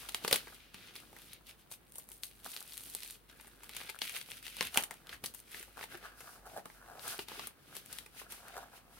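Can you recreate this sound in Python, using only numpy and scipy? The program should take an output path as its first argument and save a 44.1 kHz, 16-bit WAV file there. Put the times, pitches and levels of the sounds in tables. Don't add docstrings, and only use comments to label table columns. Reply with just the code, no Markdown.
import sys
import numpy as np
from scipy import signal
from scipy.fft import rfft, irfft, next_fast_len
from scipy.io import wavfile
from scipy.ndimage import uniform_filter1d, map_coordinates

SR = 44100
rng = np.random.default_rng(int(sys.argv[2]) if len(sys.argv) > 2 else 0)


def wrap_up_sound(samples):
    columns = np.atleast_2d(samples).T
    tamed = np.clip(columns, -1, 1)
    steps = np.round(tamed * 32767).astype(np.int16)
    wavfile.write(sys.argv[1], SR, steps)


N = 396459
MS = SR / 1000

# [dB, relative]
CREASE_TONE = [(3500, -49), (6000, -7), (7400, -5), (8900, 3.5), (11300, 2), (13000, 0.5), (15300, -2.5),
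               (17000, -18)]
# time_s [s], pitch_hz [Hz]
TAUTNESS = [(0, 2534), (.3, 3354), (.85, 2430), (1.02, 3160), (2.1, 3550), (3.18, 3660), (3.46, 2200),
            (3.6, 3100), (4.33, 2840), (5.11, 2190), (5.299, 3500), (5.5, 2210), (6.8, 1553), (7.05, 3283),
            (7.44, 2540), (7.99, 2817), (8.55, 1880), (8.99, 2466)]
# time_s [s], crackle_share [0-1, the rest is smooth sliding],
# apart_share [0-1, share of the sound that differs between the microphones]
GRIP_STYLE = [(0, 0.1, 0.37), (.6, 0.12, 0.42), (1.6, 0.4, 0.31), (1.9, 0.93, 0.63), (2.5, 0.67, 0.37),
              (3.15, 0.52, 0.21), (3.45, 0.62, .4), (4.1, 0.66, 0.59), (4.7, 0.23, 0.32), (5.5, 0.4, 0.37),
              (5.85, .3, 0.81), (6.2, 0, 0.72), (7.1, .05, .75), (7.45, 0.06, 0.91), (7.95, 0.2, .7),
              (8.2, .06, 1), (8.99, 0.02, 0.87)]
# [Hz, resonance of the patch under the hand]
HAND_STROKES = [(0, .01, 0.16, 0.52, -60, -66, 1150), (0.248, 0.037, 0, 0.011, -45, -49, 800),
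                (.339, 0.054, 0, .035, -40.5, -46, 1093), (0.422, .05, 0.11, .16, -61.5, -64, 1410),
                (.76, .06, .4, .35, -65.5, -62.5, 1230), (1.497, .05, 0, .08, -65, -73, 1060),
                (1.718, .04, 0, 0.069, -62.5, -75, 1020), (2.455, 0.15, 0.06, .3, -62, -71, 1050),
                (2.863, 0.064, 0, 0.11, -62, -60, 1192), (3.304, 0.029, 0.42, 0.098, -64.5, -67.5, 1454),
                (3.792, .1, 0, 0.23, -53, -62.5, 1438), (4.16, 0.079, 0, 0.04, -47.5, -58, 1480),
                (4.279, 0.046, 0.0086, 0.28, -62, -63.5, 1490), (4.61, 0.087, 0, .16, -55, -57, 1325),
                (4.778, 0.043, 0.01, 0.067, -38.5, -55, 1080), (4.929, 0.074, 0, 0.034, -53, -70, 970),
                (5.138, 0.16, 0.018, 0.038, -53, -63, 1490), (5.248, .04, 0.0028, .09, -56.5, -53, 1066),
                (5.557, .1, 0.0074, .18, -57, -60, 1660), (5.807, 0.069, 0, 0.05, -49.5, -66, 1170),
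                (5.917, 0.033, 0.024, 0.07, -50.5, -55, 1260), (6.033, 0.058, 0.017, .09, -48, -63, 1350),
                (6.215, 0.18, 0.049, 0.41, -56.5, -66, 1349), (6.465, 0.038, 0.0064, .035, -48, -69, 761.4),
                (6.565, 0.078, 0.016, 0.031, -42, -55, 700), (6.79, 0.092, 0.11, .1, -59, -72, 1174),
                (6.941, 0.13, 0.14, .1, -53, -65.5, 708), (7.115, 0.1, 0, .1, -45.5, -59.5, 1230),
                (7.311, 0.056, 0.11, 0.13, -55, -60.5, 1180), (7.772, .2, 0, 0.054, -56, -56, 1270),
                (7.932, 0.16, 0.022, 0.17, -58.5, -61.5, 1395), (8.154, 0.034, 0.16, .1, -61, -67.5, 1175),
                (8.491, 0.24, 0, 0.042, -51.5, -62.5, 997), (8.544, .035, .03, .18, -47, -60.5, 825),
                (8.75, .06, 0.0018, .1, -58, -81, 920), (8.93, .15, .06, .1, -61.5, -67, 987)]


def snaps():
    # [dB, left over right]
    large_snaps = [(.0888, -35, 2810, -2, -7, 0.95, 1), (.093, -39, 3270, 1, -22, 0.22, 5),
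                   (.1465, -25.5, 2915, 0, -10.5, 0.27, 0), (.2482, -29, 2090, -1.5, 0.5, 0.36, 0.5),
                   (.2791, -26, 3440, 0, -6.5, 0.64, 2), (.3116, -25, 2610, -3, -7, 0.66, -1),
                   (.3282, -14.5, 3390, -2, -17, 0.7, 2), (.3419, -30, 3500, 6, -3, 1, 3),
                   (.3592, -25.5, 2900, 3, -9.5, 0.87, 0), (.4719, -43, 1966, -17, 1, 0.6, 2),
                   (.481, -42.5, 1400, -14, -7.5, 0.72, 2), (.7443, -40, 2650, -4.5, -9, 0.41, 1.5),
                   (.9554, -43.5, 2703, 0, -6, .6, -1), (.9623, -40, 3765, -7, -15.5, 0.46, 3),
                   (1.13, -53, 1500, -2, 5.5, 0.5, -1), (1.1655, -45.5, 1850, -5, -5.5, 0.8, -3),
                   (1.2192, -51.5, 3000, 3.5, -7, 0.93, 1), (1.3337, -54, 3400, 13.5, -19, 0.6, 5),
                   (1.7151, -45.5, 3400, 2.5, -2, 0.44, 4), (1.957, -52.5, 3000, 11, 1.5, 0.93, 4.5),
                   (1.9836, -54.5, 4400, 21.5, 7, 0.97, 1), (2.0895, -55.5, 3420, 12, -3, 0.3, 1),
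                   (2.1175, -50, 3200, 10, -13, 0.72, 2), (2.2346, -32, 3690, -5, -31, 0.12, 3.5),
                   (2.4543, -47.5, 2700, -1, 2, 0.83, 0), (2.5646, -34.5, 3615, -12, -17.5, 0, 4),
                   (2.5736, -40.5, 3570, -8, -13, 0.5, -6), (2.5351, -44.5, 3314, -3, -18, 0.97, 0),
                   (2.7223, -44, 4130, -7, -18, 0, 0), (2.741, -47, 3700, 1, -21, .36, 0),
                   (2.7783, -41, 3550, 7, -28.5, 0.26, 1), (2.9501, -37, 4300, 9.5, -7, .3, 1),
                   (3.0235, -40.5, 3900, -14, -30, 0.56, 0), (3.0334, -38, 3450, -0.5, -19, 0.27, -4),
                   (3.1002, -42.5, 3600, -3, -13, .45, -2), (3.2977, -49.5, 3100, -6, -6, 0.87, 3),
                   (3.3988, -46.5, 2070, -15, -4, 0.83, 4), (3.4782, -57, 1685, 8, 3, 0.69, -1.5),
                   (3.634, -46.5, 2754, 2.5, -1, 1, 1), (3.6939, -41, 3225, -1, -11, 0.19, 0.5),
                   (3.7668, -34, 3050, 0, -12, 0.57, 3), (3.8037, -42.5, 2300, -17.5, -7, .05, -4),
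                   (3.8146, -40, 2410, -22, -3, 0.02, 4), (3.8922, -34, 2530, -6, -9, .97, 4),
                   (3.8988, -35, 2805, -1, -7.5, 0.69, 2.5), (3.9892, -43, 2723, 2.5, -15, 0.45, 8),
                   (4.0181, -26, 3020, -11.5, -9.5, 0.63, 4), (4.0529, -37.5, 2900, -4, -10, .43, 0),
                   (4.0955, -35, 2640, -2, -17, 0.86, 5.5), (4.1652, -31.5, 2588, -8, -21.5, 0.46, 6),
                   (4.2136, -37.5, 2843, -2.5, -16, 0.34, 4), (4.3176, -36, 3100, -9, -17, 0.1, 5),
                   (4.4668, -37, 2920, -8, -17.5, 0.33, 9), (4.4806, -39, 3040, -3, -18, 0.14, 0),
                   (4.568, -40.5, 2900, 3.5, -9, 0.23, 3), (4.6093, -20.5, 2380, -11, -8.5, 0.3, 3.5),
                   (4.6272, -31, 2860, 0, -11, 0.34, -3.5), (4.651, -37, 2980, 1, -11, 0.86, 2),
                   (4.671, -36.5, 2980, 0, -21, 0.25, -3), (4.7443, -32, 2820, -0.5, -12.5, 0.8, 1),
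                   (4.7741, -15, 2770, -2, -9.5, 0.42, 2), (4.8255, -40, 3700, 5, -17, 0.36, -1.5),
                   (4.8372, -34.5, 2800, 8, -10.5, 0.66, -.5), (4.9099, -34.5, 1850, -3.5, -3, 0.56, 3.5),
                   (5.0707, -46, 3140, -5, -12, 0.27, 2), (5.0937, -37.5, 3000, -10, -10, 0.64, 1.5),
                   (5.129, -35.5, 1850, -17, -24.5, 0.77, 1), (5.1425, -43, 1790, -14, -24, 0.84, 5),
                   (5.2403, -32.5, 2940, -1, -5, 1, 1), (5.2603, -33.5, 4910, 3, -24, 0.64, 2),
                   (5.3397, -53, 3230, 10.5, -4, .5, -1), (5.3473, -49, 3155, 11.5, -4, 0.9, 8),
                   (5.5455, -36.5, 2088, -21, -13, 0.5, 5), (5.7782, -45, 1832, -6, 6, 0.4, 0),
                   (5.7922, -40, 1476, -11, -4, 0.32, -1), (5.8112, -38.5, 2090, -16, -0.5, 0.2, -1),
                   (5.8278, -36, 1810, -22, -14, 0.88, 4), (5.8395, -38.5, 2790, -14.5, 0, 0.47, -1),
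                   (5.9523, -42, 2190, -17, -0.5, 0.61, 2), (6.2063, -44.5, 2660, -0.5, -3, 0.76, 2.5),
                   (6.6569, -43, 2090, 1.5, 5.5, 0.62, 0), (6.7003, -44.5, 1646, -18.5, -2, 1, -0.5),
                   (6.9946, -44, 4024, -14, -12, 0.24, 8), (7.0796, -41, 3224, 10.5, -7, 0.66, 0),
                   (7.1921, -30.5, 3050, -9, -4, 0.78, 2.5), (7.285, -39, 2976, -3, -5, 0.74, 4),
                   (7.3172, -49.5, 2000, -10.5, 10.5, .35, 1), (7.3947, -34, 2707, -9, -1, .98, 1),
                   (7.472, -42.5, 3330, 11, -1.5, 0.66, 1.5), (7.7672, -40, 3560, 4.5, -6.5, 0.3, 5.5),
                   (7.9284, -43, 4470, 8.5, -13, 0.57, 4.5), (7.9866, -37, 3110, 1.5, -13.5, 0.33, 6),
                   (8.062, -44.5, 2160, -3.5, -6, 1, -1), (8.216, -48.5, 2000, -3.5, 7.5, 0.7, 0.5),
                   (8.3226, -43, 2730, 7, -6, 0.93, 3)]
    out = np.zeros((2, N + SR))
    rows = list(large_snaps) + ticks(count=75) + finger_taps(count=45)
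    for start_s, level_db, pitch_hz, edge_db, knock_db, crumble, pan_db in rows:
        sound = snap(pitch_hz, edge_db, knock_db, crumble, damping=0.49, crumble_ms=4.44,
                     lead_ms=1.0, ripple_db=1.5, travel_ms=1.71)
        start = max(round(start_s * SR - 3 * MS), 0)
        sides = amp([[level_db + pan_db / 2], [level_db - pan_db / 2]])
        out[:, start:start + sound.shape[1]] += np.sqrt(MS) * sides * sound
    return out[:, :N]


def snap(pitch_hz, edge_db, knock_db, crumble, damping, crumble_ms, lead_ms, ripple_db, travel_ms, size=4096):
    # pitch_hz [Hz], width_hz [Hz], level_db [dB before a random change]
    box_modes = [(183, 47, -11.5), (260, 150, -10), (418, 42, -4.5), (495, 47, -5.5), (610, 50, -8.5),
                 (696, 120, -14.5), (862, 96, -1.5), (1090, 470, -7), (1170, 86, -5)]
    # [dB, relative]
    facet_tone = [(400, -28), (700, -2), (950, 3), (1400, 3), (2000, 6), (2500, 1.5), (3200, 1),
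                  (4300, 3.5), (5200, 1.5), (7000, -5.5), (10000, -25.5)]
    t_ms = np.arange(size) / MS - 3
    crumble = np.clip(crumble, 0, 1)

    bins = np.fft.rfftfreq(size, 1 / SR)
    late = crumble * travel_ms * MS * (np.exp(-bins / 7000) - .5)
    click = np.arange(size) == np.argmin(np.abs(t_ms))
    flip = irfft(rfft(click) * np.exp(-2j * np.pi * np.cumsum(late) / size))

    swell = np.exp(-np.maximum(t_ms / crumble_ms, -t_ms / lead_ms))
    uneven_size = amp(4.9 * rng.standard_normal(size))
    creases = swell * uneven_size * ports(rng.standard_normal((3, size)), apart=0.46)

    def strike(response):
        burst = one_blow(through(creases, response))
        clean = through(flip[None], response)
        return one_blow(np.sqrt(1 - crumble) * clean + np.sqrt(crumble) * burst)

    knots = np.geomspace(300, SR / 2, num=40)
    uneven = np.column_stack([knots, ripple_db * rng.standard_normal(len(knots))])

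    def facet_gain(hz):
        mode = np.abs(resonance(hz, pitch_hz, damping * pitch_hz))
        return mode * amp(along(facet_tone, hz) + along(uneven, hz))

    def fold_gain(hz):
        return amp(along(CREASE_TONE, hz) + along(uneven, hz))

    def box_gain(hz):
        power = 0
        for centre, width, db in box_modes:
            power += np.abs(amp(db + rng.normal(0, 1.2)) * resonance(hz, centre, width)) ** 2
        return np.sqrt(power) / np.sqrt(1 + (hz / 1800) ** 4)

    sound = strike(ring(facet_gain))
    sound = sound + amp(edge_db) * strike(ring(fold_gain))
    sound = sound + amp(knock_db + 0.5) * strike(ring(box_gain))
    return delayed(sound, lag=rng.normal(0.11, 0.58))


def ticks(count):
    crackle, edge = pull_gains()
    grip, taut_hz = np.clip(curves(GRIP_STYLE)[0], 0, 1), curves(TAUTNESS)[0]
    at = moments((grip + 0.02) * np.minimum(crackle, amp(-59)) ** 2, count)
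    level, pitch, knock, crumble, pan = rng.standard_normal((count, 5)).T
    pull_db = 20 * np.log10(crackle[at])
    level_db = -49.5 + 0.46 * (pull_db - pull_db.mean()) + 2 * level
    pitch_hz = taut_hz[at] * np.exp(0.12 * pitch)
    edge_db = 4 + 20 * np.log10(edge[at] / crackle[at])
    knock_db = -12.5 + 4 * knock
    return list(zip(at / SR, level_db, pitch_hz, edge_db, knock_db, 0.39 + 0.2 * crumble, 1.5 + 3 * pan))


def finger_taps(count):
    rub, _ = stroke_gains()
    at = moments(np.minimum(rub, amp(-62)) ** 2, count)
    level, pitch, knock, crumble, pan = rng.standard_normal((count, 5)).T
    rub_db = 20 * np.log10(rub[at])
    level_db = -52 + 0.28 * (rub_db - rub_db.mean()) + 1.5 * level
    pitch_hz = 1650 * np.exp(0.2 * pitch)
    edge_db = np.full(count, -13)
    knock_db = 0.5 + 2.5 * knock
    return list(zip(at / SR, level_db, pitch_hz, edge_db, knock_db, 0.5 + 0.2 * crumble, 1.2 + 1.8 * pan))


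def crinkle():
    # [dB, relative]
    sheet_tone = [(500, -48), (1200, -2.5), (1650, -2.5), (2050, 0.5), (2600, 2.5), (3400, 1.5), (4400, 0),
                  (5200, -4), (6800, -7), (9000, -62.5)]
    # [dB, relative]
    brush_tone = [(2500, -15.5), (5000, -2.5), (7200, -6.5), (9000, -1), (11500, -1.5), (15000, -5.5),
                  (17000, -15)]
    crackle, edge = pull_gains()
    grip, apart = np.clip(curves(GRIP_STYLE), 0, 1)
    clumps = unit(amp(1.2 * wobble(110)))
    clicks = np.sqrt(grip) * clumps * grains(rate=260, spread_db=2.5, apart=apart)
    rustle = np.sqrt(1 - grip) * clumps * grains(rate=14000, spread_db=0.5, apart=apart + 0.092)
    sheet = coloured(clicks + rustle, sheet_tone)
    sheet = steered(sheet, TAUTNESS, octaves=0.98, lift_db=5.5, patchy_db=1)

    fine = clicks + amp(7.5) * np.sqrt(grip) * grains(rate=480, spread_db=2.0, apart=1)
    creases = np.sqrt(grip.mean()) * coloured(fine, CREASE_TONE)
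    sliding = np.sqrt(1 - grip) * grains(rate=14000, spread_db=2.0, apart=apart + 0.42)
    brush = np.sqrt(1 - grip.mean()) * coloured(sliding, brush_tone)
    return (crackle * sheet + edge * (creases + brush)) * amp([[-1.6], [-2.8]])


def pull_gains():
    # [dB over the crackle, crisp edge]
    pull_table = [(0, .01, 0.0098, .28, -52, 1), (0.169, .08, 0, 0.056, -51, -1.5),
                  (.249, 0.032, 0, 0.022, -42.5, -4), (0.333, .12, 0.017, .09, -42, -1),
                  (.43, .05, .12, .1, -59, 0), (.6, .05, 0.023, .25, -60, -9),
                  (0.748, .03, .14, .07, -56, -6.5), (0.964, .05, 0.00035, .12, -53, -1),
                  (1.208, .3, .08, .08, -61.5, 1.5), (1.337, .06, 0.0017, .05, -53, -7),
                  (1.497, .05, 0, .045, -51, -2.5), (1.59, .03, 0.016, .08, -69, 2),
                  (1.717, .02, 0.022, .03, -57.5, 8), (1.976, .1, 0.025, .08, -62, 9),
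                  (2.101, .05, .05, .1, -68, 12.5), (2.234, .02, .035, .05, -61, 11),
                  (2.305, .03, .1, .05, -68, 4), (2.452, .03, .08, .24, -52.5, 4),
                  (2.702, .1, .44, .05, -57.5, 5), (3.294, .025, 0.0094, .12, -61, -3.5),
                  (3.398, .08, .04, .33, -62, 1), (3.642, .06, 0.016, .07, -59, -0.5),
                  (3.771, .09, 0, .22, -46.5, -2), (4.021, .025, 0.012, .18, -42, -2.5),
                  (4.161, 0.0526, 0, .065, -42, 1), (4.288, .1, .09, .06, -55.5, 1.5),
                  (4.45, .04, 0.0023, 0.18, -50, 0), (4.616, .15, .05, .045, -44, -4.5),
                  (4.769, .06, 0.011, .07, -41.5, 2), (4.918, .02, 0.0072, .16, -61, 1.5),
                  (5.125, .07, 0.019, .045, -54, -1.5), (5.244, .012, 0.013, .06, -54, 9.5),
                  (5.345, .015, .05, .04, -66, 10), (5.553, .12, .035, .13, -51.5, 2),
                  (5.837, .11, 0, .035, -51, 3), (5.927, .07, 0.0071, .1, -53, -1.5),
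                  (6.056, .09, 0.0016, .09, -53, -5), (6.192, .06, .15, .1, -64, 8),
                  (6.464, .02, .13, .04, -64, 4), (6.658, 0.018, .11, .12, -67, 4.5),
                  (6.863, .1, .1, 0.045, -69, 1.5), (7.034, .07, 0.033, .05, -53.5, 5),
                  (7.09, .06, .03, .09, -46.5, 4.5), (7.2, .02, .024, .03, -51, 1.5),
                  (7.293, .03, .17, .05, -50.5, -2.5), (7.688, .15, .03, .05, -64, 0),
                  (7.764, .06, 0.014, .06, -52, 3), (7.931, .14, .04, .13, -55.5, 3.5),
                  (8.192, .07, 0.0053, .07, -50.5, 1.5), (8.311, .025, 0, .14, -53, 6),
                  (8.489, .2, .12, .12, -59.5, -2), (8.77, .09, 0, .05, -57.5, 1.5),
                  (8.95, .1, .04, .1, -66.5, 5.5)]
    *timing, crackle_db, edge_db = np.transpose(pull_table)
    timing = np.transpose(timing)
    return moves(timing, crackle_db, rest_db=-77), moves(timing, crackle_db + edge_db, rest_db=-73.5)


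def rubbing():
    # [dB, relative]
    skin_tone = [(250, -25.5), (400, 0), (500, -0.5), (740, 5), (900, -4), (1100, -3.5), (1400, 2.5),
                 (1700, 2.5), (2100, -22.5), (3500, -14.5)]
    # [dB, relative]
    hollow_tone = [(40, -32), (90, -1.5), (170, 0.5), (290, 1), (400, -3), (500, -3.5), (800, -21)]
    rub, shift = stroke_gains()
    patch = [(start_s, patch_hz) for start_s, *_, patch_hz in HAND_STROKES]
    grip = np.clip(curves(GRIP_STYLE)[0], 0, 1)
    sliding = grains(rate=900, spread_db=3, apart=0.11) * amp(2.9 * wobble(60))
    taps = grains(rate=70, spread_db=6.5, apart=0.34)
    slips = np.sqrt(1 - grip) * unit(sliding) + np.sqrt(grip) * taps
    rasp = steered(coloured(slips, skin_tone), patch, octaves=0.74, lift_db=9.5, patchy_db=1.5)
    shuffle = coloured(grains(rate=500, spread_db=1.5, apart=0.12), hollow_tone)
    rasp = rub * rasp * amp([[-1.6], [-2.4]])
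    shuffle = shift * shuffle * amp([[-2.4], [-2.6]])
    return delayed(rasp + shuffle, lag=2.1)


def stroke_gains():
    *timing, rub_db, shuffle_db, _ = np.transpose(HAND_STROKES)
    timing = np.transpose(timing)
    return moves(timing, rub_db, rest_db=-77), moves(timing, shuffle_db, rest_db=-68.5)


def bumps():
    # [s, time to fall by 60 dB]
    bump_table = [(.247, -33, 416, 0.019), (.279, -39.5, 420, 0.02), (.312, -36.5, 563, 0.069),
                  (.328, -26.5, 491, 0.024), (.745, -49, 194, 0.038), (4.609, -37.5, 1055, 0.058),
                  (4.66, -56, 72.1, .2), (4.767, -55.5, 91.4, 0.073), (4.776, -30.5, 898, 0.047),
                  (5.125, -58, 64.6, 0.24), (5.236, -45, 199, 0.03), (5.604, -48.5, 374, .019),
                  (5.946, -49, 348, .09), (7.189, -42, 381, 0.027), (7.378, -50.5, 409, 0.051)]
    out, t = np.zeros(N + SR), np.arange(SR // 3) / SR
    for start_s, peak_db, pitch_hz, t60_s in bump_table:
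        decay = np.exp(-np.log(1000) * t / t60_s)
        soft_start = 1 - np.exp(-t / 0.00093)
        sway = np.sin(2 * np.pi * pitch_hz * t) * decay * soft_start
        out[round(start_s * SR):][:len(t)] += amp(peak_db) * sway / np.abs(sway).max()
    return delayed(out[None, :N], lag=1.1)


def room(x, near_db, tail_db, count=6):
    # [s, time to fall by 60 dB]
    room_decay = [(150, 0.2), (1000, 0.17), (4000, 0.17), (10000, 0.13), (16000, 0.15)]
    hz, t, z = signal.stft(rng.standard_normal((2, SR // 3)), SR, nperseg=256)
    fade = amp(-60 * t / along(room_decay, hz)[:, None])
    tail = signal.istft(z * fade, SR, nperseg=256)[1]
    tail_s = np.arange(tail.shape[1]) / SR
    tail = one_blow(tail * (1 - np.exp(-(tail_s / 0.0054) ** 2)))
    near = np.zeros_like(tail)
    for side in near:
        side[(rng.uniform(1.5, 6, count) * MS).astype(int)] = rng.standard_normal(count)
    return through(x, amp(near_db) * one_blow(near) + amp(tail_db) * tail)


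def quiet():
    # [dB, relative]
    quiet_tone = [(20, -23), (36, -16.5), (48, 0.5), (65, -6), (100, -5.5), (200, -8), (400, -12.5),
                  (800, -13.5), (2000, -17), (4000, -25), (7000, -42.5), (9500, -45.5), (16000, -20)]
    both, left, right = rng.standard_normal((3, N))
    bass = through(both[None], ring(lambda hz: 1 / np.sqrt(1 + (hz / 90) ** 2)))
    air = coloured(np.array([left, right]) + amp(-9.5) * both + amp(-28.0) * bass, quiet_tone)
    hum_hz = 49.5 + 2 * wobble(7)
    hum = np.sin(2 * np.pi * np.cumsum(hum_hz) / SR) * amp(3.4 * wobble(9))
    return amp(-66.0) * air + amp(-69.5) * hum


def moves(timing, levels_db, rest_db):
    fade_curve = 1.1
    t = np.arange(0, N, MS) / SR
    power = np.full(len(t), amp(rest_db) ** 2)
    for (start, attack, hold, release), db in zip(timing, levels_db):
        before = np.maximum(start - t, 0) / max(attack, 1 / SR)
        after = np.maximum(t - start - hold, 0) / max(release, 1 / SR)
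        power += amp(db - 20 * (before + after) ** fade_curve) ** 2
    return np.interp(np.arange(N) / SR, t, np.sqrt(power))


def moments(busy, count):
    total = np.cumsum(busy)
    return np.searchsorted(total / total[-1], (np.arange(count) + rng.random(count)) / count)


def grains(rate, spread_db, apart):
    size = amp(spread_db * np.minimum(rng.exponential(size=N), 4.5))
    happens = rng.random(N) < rate / SR
    return unit(happens * size * ports(rng.choice([-1, 1], (3, N)), apart))


def ports(draw, apart):
    apart = np.clip(apart, 0, 1)
    return np.sqrt(1 - apart) * draw[0] + np.sqrt(apart) * draw[1:]


def delayed(x, lag):
    m = next_fast_len(x.shape[1])
    turn = 2j * np.pi * np.fft.rfftfreq(m) * lag * np.array([[1], [-1]])
    return irfft(rfft(x, m) * np.exp(turn), m)[:, :x.shape[1]]


def steered(x, track, octaves, lift_db, patchy_db):
    hz, t, z = signal.stft(x, SR, nperseg=256)
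    centre = np.interp(t, *np.transpose(track))
    bump = np.exp(-(np.log2((hz[:, None] + 1) / centre) / octaves) ** 2)
    patches = uniform_filter1d(rng.standard_normal(bump.shape), size=2, axis=0)
    patches = unit(uniform_filter1d(patches, size=22, axis=1))
    gain = amp(lift_db * bump + patchy_db * patches)
    power = np.mean(np.abs(z) ** 2, axis=(0, 2))
    gain /= np.sqrt(power @ gain ** 2 / power.sum())
    return signal.istft(z * gain, SR, nperseg=256)[1][:, :N]


def coloured(x, points):
    return unit(through(x, ring(lambda hz: amp(along(points, hz)))))


def ring(gain, size=4096):
    cepstrum = irfft(np.log(np.maximum(gain(np.fft.rfftfreq(size, 1 / SR)), 1e-6)))
    cepstrum[1:size // 2] *= 2
    cepstrum[size // 2 + 1:] = 0
    return one_blow(irfft(np.exp(rfft(cepstrum))))


def resonance(hz, centre, width):
    return 1j * hz * width / (centre ** 2 - hz ** 2 + 1j * hz * width)


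def through(x, response):
    return signal.fftconvolve(x, np.atleast_2d(response), axes=1)[:, :x.shape[1]]


def along(points, hz):
    f, v = np.transpose(points)
    return np.interp(np.log(hz + 1), np.log(f + 1), v)


def curves(rows):
    s, *cols = np.transpose(rows)
    return [np.interp(np.arange(N) / SR, s, c) for c in cols]


def wobble(rate):
    return map_coordinates(rng.standard_normal(int(N * rate / SR) + 4), [np.arange(N) * rate / SR])


def amp(db):
    return 10 ** (np.asarray(db) / 20)


def unit(x):
    return x / np.sqrt(np.mean(x ** 2) + 1e-20)


def one_blow(x):
    return x / np.sqrt(np.sum(x ** 2, axis=-1, keepdims=True) + 1e-20)


def scene():
    paper = snaps() + bumps() + crinkle() + rubbing()
    return paper + room(paper, near_db=-21, tail_db=-10) + quiet()


def record(dry):
    top_hz = 15950
    m = next_fast_len(N + SR // 2)
    hz = np.fft.rfftfreq(m, 1 / SR)
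    return irfft(rfft(dry, m) / np.sqrt(1 + (hz / top_hz) ** 260), m)[:, :N]


dry = scene()
out = record(dry)
wrap_up_sound(out)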